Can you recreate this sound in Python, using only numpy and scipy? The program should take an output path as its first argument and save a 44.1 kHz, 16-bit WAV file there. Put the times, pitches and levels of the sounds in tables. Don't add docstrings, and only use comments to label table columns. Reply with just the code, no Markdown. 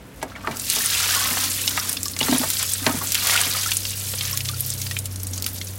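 import sys
import numpy as np
from scipy import signal
from scipy.fft import rfft, irfft
from scipy.io import wavfile
from scipy.ndimage import map_coordinates

SR = 44100
rng = np.random.default_rng(int(sys.argv[2]) if len(sys.argv) > 2 else 0)


def unload_wav(signal):
    wavfile.write(
        sys.argv[1],
        SR,
        np.round(np.clip(np.atleast_2d(signal).T, -1, 1) * 32767).astype(np.int16),
    )


N = 254898
CUTOFF_HZ = 16000


def from_db(db):
    return 10 ** (np.asarray(db) / 20)


def rms_one(x):
    return x / np.sqrt(np.mean(x ** 2) + 1e-20)


def in_time(points):
    return np.interp(np.arange(N) / SR, *np.transpose(points))


def at_hz(points, hz):
    pitches, levels = np.transpose(points)
    return np.interp(np.log(hz), np.log(pitches), levels)


def band(x, low_hz, high_hz):
    edges = np.clip([low_hz, high_hz], [15, 30], [17000, 21000])
    return signal.sosfilt(signal.butter(2, edges, "band", fs=SR, output="sos"), x)


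def add(out, start_s, sound):
    i = max(round(start_s * SR), 0)
    out[i:i + len(sound)] += sound[:max(N - i, 0)]


def burst(decay_s):
    t = np.arange(SR // 12) / SR
    return rng.standard_normal(len(t)) * np.exp(-t / decay_s)


def fade(x, decay_s):
    r = np.exp(-1 / (decay_s * SR))
    return signal.lfilter([1 - r], [1, -r], x + 1e-18)


# pitch_hz, relative_db
GARDEN_COLOUR = [(20, -30), (36, -16), (50, 5.5), (65, 3), (85, 1.5), (115, -6), (160, -1), (200, -4),
                 (270, -5.5), (370, -9.5), (500, -6.5), (800, -14), (2000, -17), (16000, -40.5)]
def garden(level_db=-43):
    hz = np.maximum(np.fft.rfftfreq(N, 1 / SR), 1)
    spectrum = rfft(rng.standard_normal(N)) * from_db(at_hz(GARDEN_COLOUR, hz))
    return from_db(level_db) * rms_one(irfft(spectrum, N))


# time_s, pitch_hz
ENGINE_PITCH = [(0.3, 97.7), (0.97, 94.2), (1.79, 96.3), (2.04, 91.9), (2.27, 91.4), (2.65, 97.3),
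                (3.4, 96.1), (3.64, 98), (4.13, 98), (4.39, 95.6), (5.05, 96.4), (5.29, 93.5), (5.66, 93.8),
                (5.78, 96)]
# time_s, level_db
ENGINE_LEVEL = [(0.0, -56), (0.27, -60), (0.29, -48), (0.69, -46), (0.74, -51), (1.01, -39.5), (2.7, -40.5),
                (2.85, -34), (3.09, -39.5), (4.59, -33), (4.62, -38.5), (4.91, -32), (5.36, -31),
                (5.46, -36.5), (5.75, -33.5), (5.78, -35)]
def engine(swell_peak_s=4.46, swell_end_s=5.0):
    t, firing_db = np.arange(N) / SR, in_time(ENGINE_LEVEL)
    phase = 2 * np.pi * np.cumsum(in_time(ENGINE_PITCH)) / SR
    rise_db = 36 * np.minimum(t - swell_peak_s, 0)
    sag_db = 9 * np.maximum(t - swell_peak_s, 0)
    fall_db = 85 * np.maximum(t - swell_end_s, 0)
    swell_db = np.maximum(-34 + rise_db - sag_db - fall_db, -54.5)
    octave_db = -51.5 + 0.19 * (firing_db - firing_db.mean())
    tones = [(1, firing_db), (4 / 3, swell_db), (2, octave_db)]
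    return np.sqrt(2) * sum(from_db(db) * np.sin(ratio * phase) for ratio, db in tones)


# time_s, relative_db
CHURN_LEVEL = [(0, -54), (.5, -45), (1.05, -57.5), (1.35, -41.5), (2.45, -46), (2.6, -59), (3.0, -43.5),
               (3.7, -64), (5.45, -46), (5.78, -55)]
def churning(level_db=-1, low_hz=228, high_hz=305):
    murmur = rms_one(band(rng.standard_normal(N), low_hz, high_hz))
    return from_db(in_time(CHURN_LEVEL) + level_db) * murmur


# time_s, relative_db
FLOW = [(0, -59), (.55, -44.5), (.575, -35.5), (.73, -24), (1.25, -23.5), (1.8, -28), (2.01, -36),
        (2.16, -37), (2.26, -25.5), (2.95, -29), (3.21, -27.5), (3.3, -22), (3.45, -25.5), (3.72, -25.5),
        (3.79, -32.5), (4.28, -29.5), (4.43, -33), (4.62, -31.5), (5.24, -41.5), (5.45, -37), (5.78, -38)]
FULL_FLOW_DB, THIN_FLOW_DB = -24, -40.5
# middle_s, spread_s, patter_db, dull_splash_db
SURGES = [(.36, .07, -46.5, -36.5), (.49, 0.063, -41, -32), (.79, 0.035, -44, -36),
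          (1.03, 0.13, -24.5, -37), (1.22, 0.15, -34, -30), (1.44, 0.03, -28.5, -33.5),
          (1.8, 0.11, -35.5, -36.5), (2.32, 0.071, -30.5, -32), (2.622, 0.018, -24.5, -37),
          (2.92, 0.077, -55, -32.5), (3.17, 0.049, -28, -55), (3.342, 0.083, -21.5, -26),
          (3.578, 0.041, -27.5, -31.5), (3.93, 0.016, -33.5, -59), (4.27, .065, -30, -44),
          (5.42, .05, -63, -43)]
def pour(sputters_per_s=35, sputter_depth_db=3.84):
    t, fine_db = np.arange(N) / SR, in_time(FLOW)
    flow_db = fine_db - FULL_FLOW_DB
    dull_power = from_db(-42.5 + 2.5 * flow_db) ** 2
    patter_power = from_db(-28 + 1.34 * flow_db) ** 2
    for middle_s, spread_s, patter_db, dull_db in SURGES:
        swell = np.exp(-np.minimum(((t - middle_s) / spread_s) ** 2, 20))
        dull_power += swell * from_db(dull_db) ** 2
        patter_power += swell * from_db(patter_db) ** 2
    thinness = np.clip(flow_db / (THIN_FLOW_DB - FULL_FLOW_DB), 0, 1)
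    flicker = np.interp(t * sputters_per_s, np.arange(400), rng.standard_normal(400))
    sputter_db = sputter_depth_db * thinness * flicker
    return np.array([10 * np.log10(dull_power), 10 * np.log10(patter_power), fine_db]) + sputter_db


# pitch_hz, relative_db
SPRAY_COLOUR = [(300, -10), (480, -7), (700, -1.5), (900, -1.5), (1250, 3), (1800, 1), (2400, 0.5),
                (3300, 1.5), (5000, 1), (8000, -2), (10500, -2.5), (12500, -4), (16000, -6)]
def spray(levels, drops_per_s=800, spread_octaves=0.4, rise_s=0.00034, crack_s=0.0011, foam=0.65):
    when, size, pitch = rng.random((3, round(drops_per_s * N / SR)))
    starts = (when * N).astype(int)
    energy = from_db(2 * np.minimum(-np.log(size), 4.2)) ** 2
    drop_octave = np.log2(300) + 6 * pitch ** .7
    # low_hz, high_hz, boost_db
    zones = [(400, 1500, -4), (1500, 5000, -2), (5000, 16000, 0.2)]
    zone_octaves, zone_db = [], []
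    for db, (low, high, boost_db) in zip(levels, zones):
        colour_power = np.sum(from_db(at_hz(SPRAY_COLOUR, np.arange(low, high))) ** 2)
        zone_octaves.append(np.log2(low * high) / 2)
        zone_db.append(db + boost_db - 10 * np.log10(colour_power))
    edges_hz = np.geomspace(300, 17000, 21)
    hiss, out = rng.standard_normal((2, N)), np.zeros(N)
    for k, (low, high) in enumerate(zip(edges_hz, edges_hz[1:])):
        hz = np.sqrt(low * high)
        share = np.exp(-((drop_octave - np.log2(hz)) / spread_octaves) ** 2 / 2)
        hits = np.bincount(starts, energy * share, N)
        power = fade(fade(hits, rise_s), crack_s + 0.53 / hz)
        patter = rms_one(band(hiss[k % 2] * np.sqrt(power / power.mean() + foam), low, high))
        blend = np.array([np.interp(np.log2(hz), zone_octaves, row) for row in np.eye(3)])
        out += patter * np.sqrt(high - low) * from_db(blend @ zone_db + at_hz(SPRAY_COLOUR, hz))
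    return out


def bubble(hz, cycles, rise):
    age = np.arange(int(5 * cycles / hz * SR)) * hz / SR / cycles
    tone = np.sin(2 * np.pi * cycles * (age + rise * age ** 2 / 2))
    return tone * np.exp(-age) * (1 - np.exp(-age * cycles / 2))


def fizz(levels, level_db=-3, low_hz=1100, high_hz=11000, count=900):
    out, zone_octaves = np.zeros(N), np.log2([800, 2700, 9000])
    for when, pitch, size, life in rng.random((count, 4)):
        hz = low_hz * (high_hz / low_hz) ** (pitch ** .8)
        db = np.interp(np.log2(hz), zone_octaves, levels[:, int(when * N)])
        db += 4 * min(-np.log(size), 2.5)
        cycles = 6.8 * np.sqrt(hz / low_hz) * (.5 + life)
        add(out, when * N / SR, from_db(db + level_db) * bubble(hz, cycles, rise=0.014))
    return out


# start_s, level_db, pitch_hz, width_octaves
WATER_LUMPS = [(0.216, -30, 1550, 2.5), (0.2278, -22, 1970, 5.1), (0.319, -32, 1390, 0.72),
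               (0.36, -26, 1580, 0.89), (0.4733, -12.5, 1270, 1.1), (.512, -28, 2380, 3.8),
               (0.5698, -20, 8400, 3.2), (0.597, -19, 7730, 1.1), (0.7002, -8, 8550, 1.6),
               (0.7613, -18.5, 3600, 1.3), (0.8595, -11, 9250, 0.27), (1.1488, -12, 6200, 1.1),
               (1.308, -20.5, 1800, 0.98), (1.371, -18.5, 1006, 2.2), (1.4412, -17, 2780, 5.3),
               (1.6775, -8, 4100, 1.3), (1.7762, -12, 1630, 1.3), (1.7981, -17, 5400, 0.97),
               (1.8941, -13, 8600, 1.3), (1.9289, -15, 9900, 0.99), (1.9693, -16, 4260, 1.1),
               (2.0311, -14, 8900, 1.24), (2.0564, -17, 5750, .75), (2.0822, -17.5, 7230, 1.26),
               (2.1647, -20, 2500, 2.9), (2.1901, -15.5, 6300, 2.1), (2.2107, -14, 2720, 1.3),
               (2.229, -14, 3750, 0.93), (2.2824, -18.5, 1390, 1.7), (2.348, -19.5, 3600, 0.48),
               (2.3818, -11.5, 9100, .8), (2.4317, -20, 1260, 0.75), (2.5025, -10, 7550, 2.4),
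               (2.569, -16, 4020, 1), (2.5933, -16, 6640, 1.2), (2.6285, -14.5, 9750, 1.2),
               (2.7357, -10, 8370, 0.28), (2.8654, -7, 1770, 1.9), (3.0716, -17.5, 7200, 0.72),
               (3.1206, -9.5, 8500, 2.4), (3.146, -9.5, 5130, 3), (3.1523, -10.5, 4130, 1.4),
               (3.2709, -10.5, 5870, 2.9), (3.2971, -12.5, 2300, 1.7), (3.3753, -10, 2696, 0.95),
               (3.4143, -9.5, 9000, 1.2), (3.7177, -10.5, 3370, 1.3), (3.7692, -9, 9200, .8),
               (3.8522, -17, 3350, 1.86), (4.087, -25, 4370, 1.3), (4.1373, -21, 1260, 4.4),
               (4.1851, -19.5, 5530, 0.68), (4.2098, -15, 3500, 1), (4.253, -19, 5600, 0.65),
               (4.312, -18.5, 13400, 0.39), (4.374, -10.5, 8850, 2.64), (4.4061, -19.5, 3910, 1.7),
               (4.4558, -20.5, 5200, 2.4), (4.488, -15, 3900, 1.6), (4.6067, -11.5, 11900, .7),
               (4.6625, -19, 14530, 0.39), (4.703, -15.5, 8530, 1.7), (4.7376, -21, 9700, 0.89),
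               (4.8168, -18, 7600, 2.1), (4.866, -22.5, 3660, 1.7), (4.9113, -19.5, 3180, 2.2),
               (4.9668, -16.5, 2760, 0.95), (4.9888, -16, 8680, 1.23), (5.0567, -18.5, 5600, 2.7),
               (5.1594, -23, 7100, 1.6), (5.233, -19, 12200, 1.3), (5.2694, -20.5, 8010, 1.8),
               (5.3341, -20.5, 6150, .45), (5.3784, -20, 5750, 1.17), (5.4233, -16.5, 7000, 2.5),
               (5.4429, -18.5, 5600, 1.33), (5.4641, -11, 8100, 3.9), (5.5451, -25, 12180, 0.71),
               (5.6141, -21, 3630, 1.33)]
def slaps(lumps, usual_decay_s=.0028, usual_db=-16, snap_hz=1700, touch_s=0.0034, tail_s=0.014):
    out, t = np.zeros(N), np.arange(-SR // 100, SR // 20) / SR
    for start_s, db, hz, octaves in lumps:
        decay_s = usual_decay_s * from_db(.4 * (usual_db - db))
        snap_s = decay_s / np.sqrt(hz / snap_hz)
        crack = (t >= 0) * np.exp(-abs(t) / snap_s)
        touch = from_db(-14) * np.exp(-abs(t) / touch_s)
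        tail = from_db(-15) * np.exp(-abs(t) / tail_s)
        droplets = np.where(t < 0, touch, tail) * min(snap_hz / hz, 1) ** 0.34
        noise = rng.standard_normal(len(t)) * np.hypot(crack, droplets)
        edge = 2 ** (octaves / 2)
        splash = band(noise, hz / edge, hz * edge)
        splash += from_db(-13) * band(noise, hz / edge / 2, hz * edge * 2)
        ring = 0
        for k, (pitch, delay) in enumerate(rng.random((3, 2))):
            age = np.maximum(t - k * delay * decay_s, 0)
            bubble_hz = min(hz * edge ** (1.2 * (pitch - .5)), CUTOFF_HZ)
            tone = np.sin(2 * np.pi * bubble_hz * age * (1 + 2.5 * age))
            ring += tone * np.exp(-age / (2 * snap_s)) / np.sqrt(1 + k)
        ring_gain = from_db(-2) / max(octaves, 1)
        hit = rms_one(splash) + ring_gain * rms_one(ring)
        hit *= np.sqrt(usual_decay_s * SR / 2 / np.sum(hit ** 2))
        add(out, start_s + t[0], from_db(db) * hit)
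    return out


# start_s, strength_db, hardness_hz, length_s
SLOSHES = [(0.227, -22.5, 865, 0.0024), (0.479, -24.5, 600, 0.0037), (0.497, -29, 350, .012),
           (0.764, -30, 700, .005), (1.313, -30.5, 700, .01), (2.212, -22.5, 998, .006),
           (2.284, -23, 700, 0.0051), (2.326, -19, 980, 0.0071), (2.413, -26.5, 595, 0.0045),
           (2.434, -25.5, 1200, 0.011), (2.866, -16.5, 1420, 0.008), (2.891, -23, 805, .012),
           (2.935, -28, 600, 0.011), (3.02, -29.5, 1200, 0.019), (3.464, -29, 705, .006)]
# pitch_hz, relative_db, ring_s (time to fade by 60 dB)
TANK_NOTES = [(142, -12, 0.24), (246.4, -7, 0.22), (273, -14.5, 0.3), (370, -4, 0.04), (466, -3, 0.018),
              (645, 1.5, 0.049), (781, -2.5, 0.065), (894, 4, 0.052), (1085, -6, 0.082), (1240, -8, 0.052),
              (1610, -0.5, 0.064), (1880, -13, 0.021), (1900, 5.5, 0.027), (2310, -3, 0.056),
              (2940, -38, .04)]
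def tank_thumps(level_db=-1, gurgle_db=-8, gurgle_s=0.036, swell_s=0.00068):
    out, t = np.zeros(N), np.arange(SR // 5) / SR
    for start_s, db, hardness_hz, length_s in SLOSHES:
        ring = 0
        for hz, note_db, ring_s in TANK_NOTES:
            gain = from_db(note_db + rng.normal(0, 1.7)) / np.hypot(1, hz / hardness_hz)
            shifted_hz = hz * (1 + rng.normal(0, 0.027))
            tone = rng.choice([-1, 1]) * np.sin(2 * np.pi * shifted_hz * t)
            ring += gain * tone * from_db(-60 * t / ring_s)
        push = 0.55 * burst(length_s) / np.sqrt(length_s * SR / 2)
        push[0] += 1
        thump = signal.fftconvolve(push, ring * (1 - np.exp(-t / swell_s)))
        add(out, start_s, from_db(db + level_db) * thump)
        gurgle = band(burst(gurgle_s), 130, max(hardness_hz, 200))
        gurgle *= np.sqrt(gurgle_s * SR / 2 / np.sum(gurgle ** 2))
        add(out, start_s, from_db(db + gurgle_db) * gurgle)
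    return out


# start_s, relative_db, pitch_hz
BIG_BUBBLES = [(.353, -24, 2220), (0.445, -19.5, 1194), (.513, -22, 2320), (1.0, -19, 1370),
               (1.105, -17, 1580), (1.17, -15, 1100), (1.215, -19, 1130), (1.255, -19, 1076),
               (1.681, -11, 2950), (1.775, -14, 1240), (2.059, -24, 1150), (2.2059, -7.5, 2850),
               (3.013, -18, 1110), (3.3545, -10, 1425), (3.66, -16, 1340), (3.689, -20, 1710),
               (3.854, -22, 2720), (4.33, -9, 5560), (4.333, -25.5, 1090), (4.494, -25.5, 1187),
               (4.535, -26, 1380), (4.911, -18.5, 1890), (5.613, -26, 2080)]
def plops(level_db=-1, cycles=9, rise=0.0052, twin_db=-9, twin_s=.008):
    out = np.zeros(N)
    for start_s, db, hz in BIG_BUBBLES:
        add(out, start_s, from_db(db + level_db) * bubble(hz, cycles, rise))
        delay_s = twin_s * rng.uniform(0.617, 1.0)
        twin = bubble(hz * rng.uniform(1.02, 1.5), cycles, rise)
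        add(out, start_s + delay_s, from_db(db + level_db + twin_db) * twin)
    return out


# start_s, relative_db, pitch_hz
AIR_POCKETS = [(0.767, -31.5, 443), (2.291, -9, 262.5), (2.319, -8.5, 256), (2.343, -13.5, 267),
               (2.399, -15.5, 258), (2.818, -23.5, 270), (2.893, -24, 286), (2.944, -19, 242),
               (2.97, -23, 160)]
def glugs(level_db=-4, swell_s=0.0028, decay_s=0.011):
    out, t = np.zeros(N), np.arange(SR // 6) / SR
    shape = (1 - np.exp(-t / swell_s)) ** 2 * np.exp(-t / decay_s)
    shape /= shape.max()
    for start_s, db, hz in AIR_POCKETS:
        add(out, start_s, from_db(db + level_db) * shape * np.sin(2 * np.pi * hz * t))
    return out


def drips(first_s=.85, per_s=22, range_db=5.5, low_hz=4600, high_hz=13700, width_octaves=0.83):
    when, size, pitch = rng.random((3, 200))
    start_s = first_s + (np.arange(len(when)) + when) / per_s
    flow_db = np.interp(start_s, *np.transpose(FLOW)) - FULL_FLOW_DB
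    db = FULL_FLOW_DB + 2.5 + 0.5 * flow_db + range_db * (size - .5)
    hz = low_hz * (high_hz / low_hz) ** pitch
    return [(*drip, width_octaves) for drip in zip(start_s, db, hz) if drip[0] < N / SR]


def near_echo(x, echo_s=.0043, echo_db=-9, wander=0.0753):
    now = np.arange(N)
    drift = np.interp(now, np.linspace(0, N, 24), rng.standard_normal(24))
    lag = echo_s * SR * (1 + wander * drift)
    return x + from_db(echo_db) * map_coordinates(x, [now - lag], order=3)


def scene():
    levels = pour()
    splashing = spray(levels) + slaps(WATER_LUMPS + drips()) + fizz(levels)
    water = near_echo(splashing) + plops()
    return (water + tank_thumps() + glugs() + churning() + engine() + garden())[None]


def record(dry):
    rounded = dry / (1 + (dry / .8) ** 4) ** .25
    return signal.sosfilt(signal.ellip(12, .1, 80, CUTOFF_HZ, fs=SR, output="sos"), rounded)


dry = scene()
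out = record(dry)
unload_wav(out)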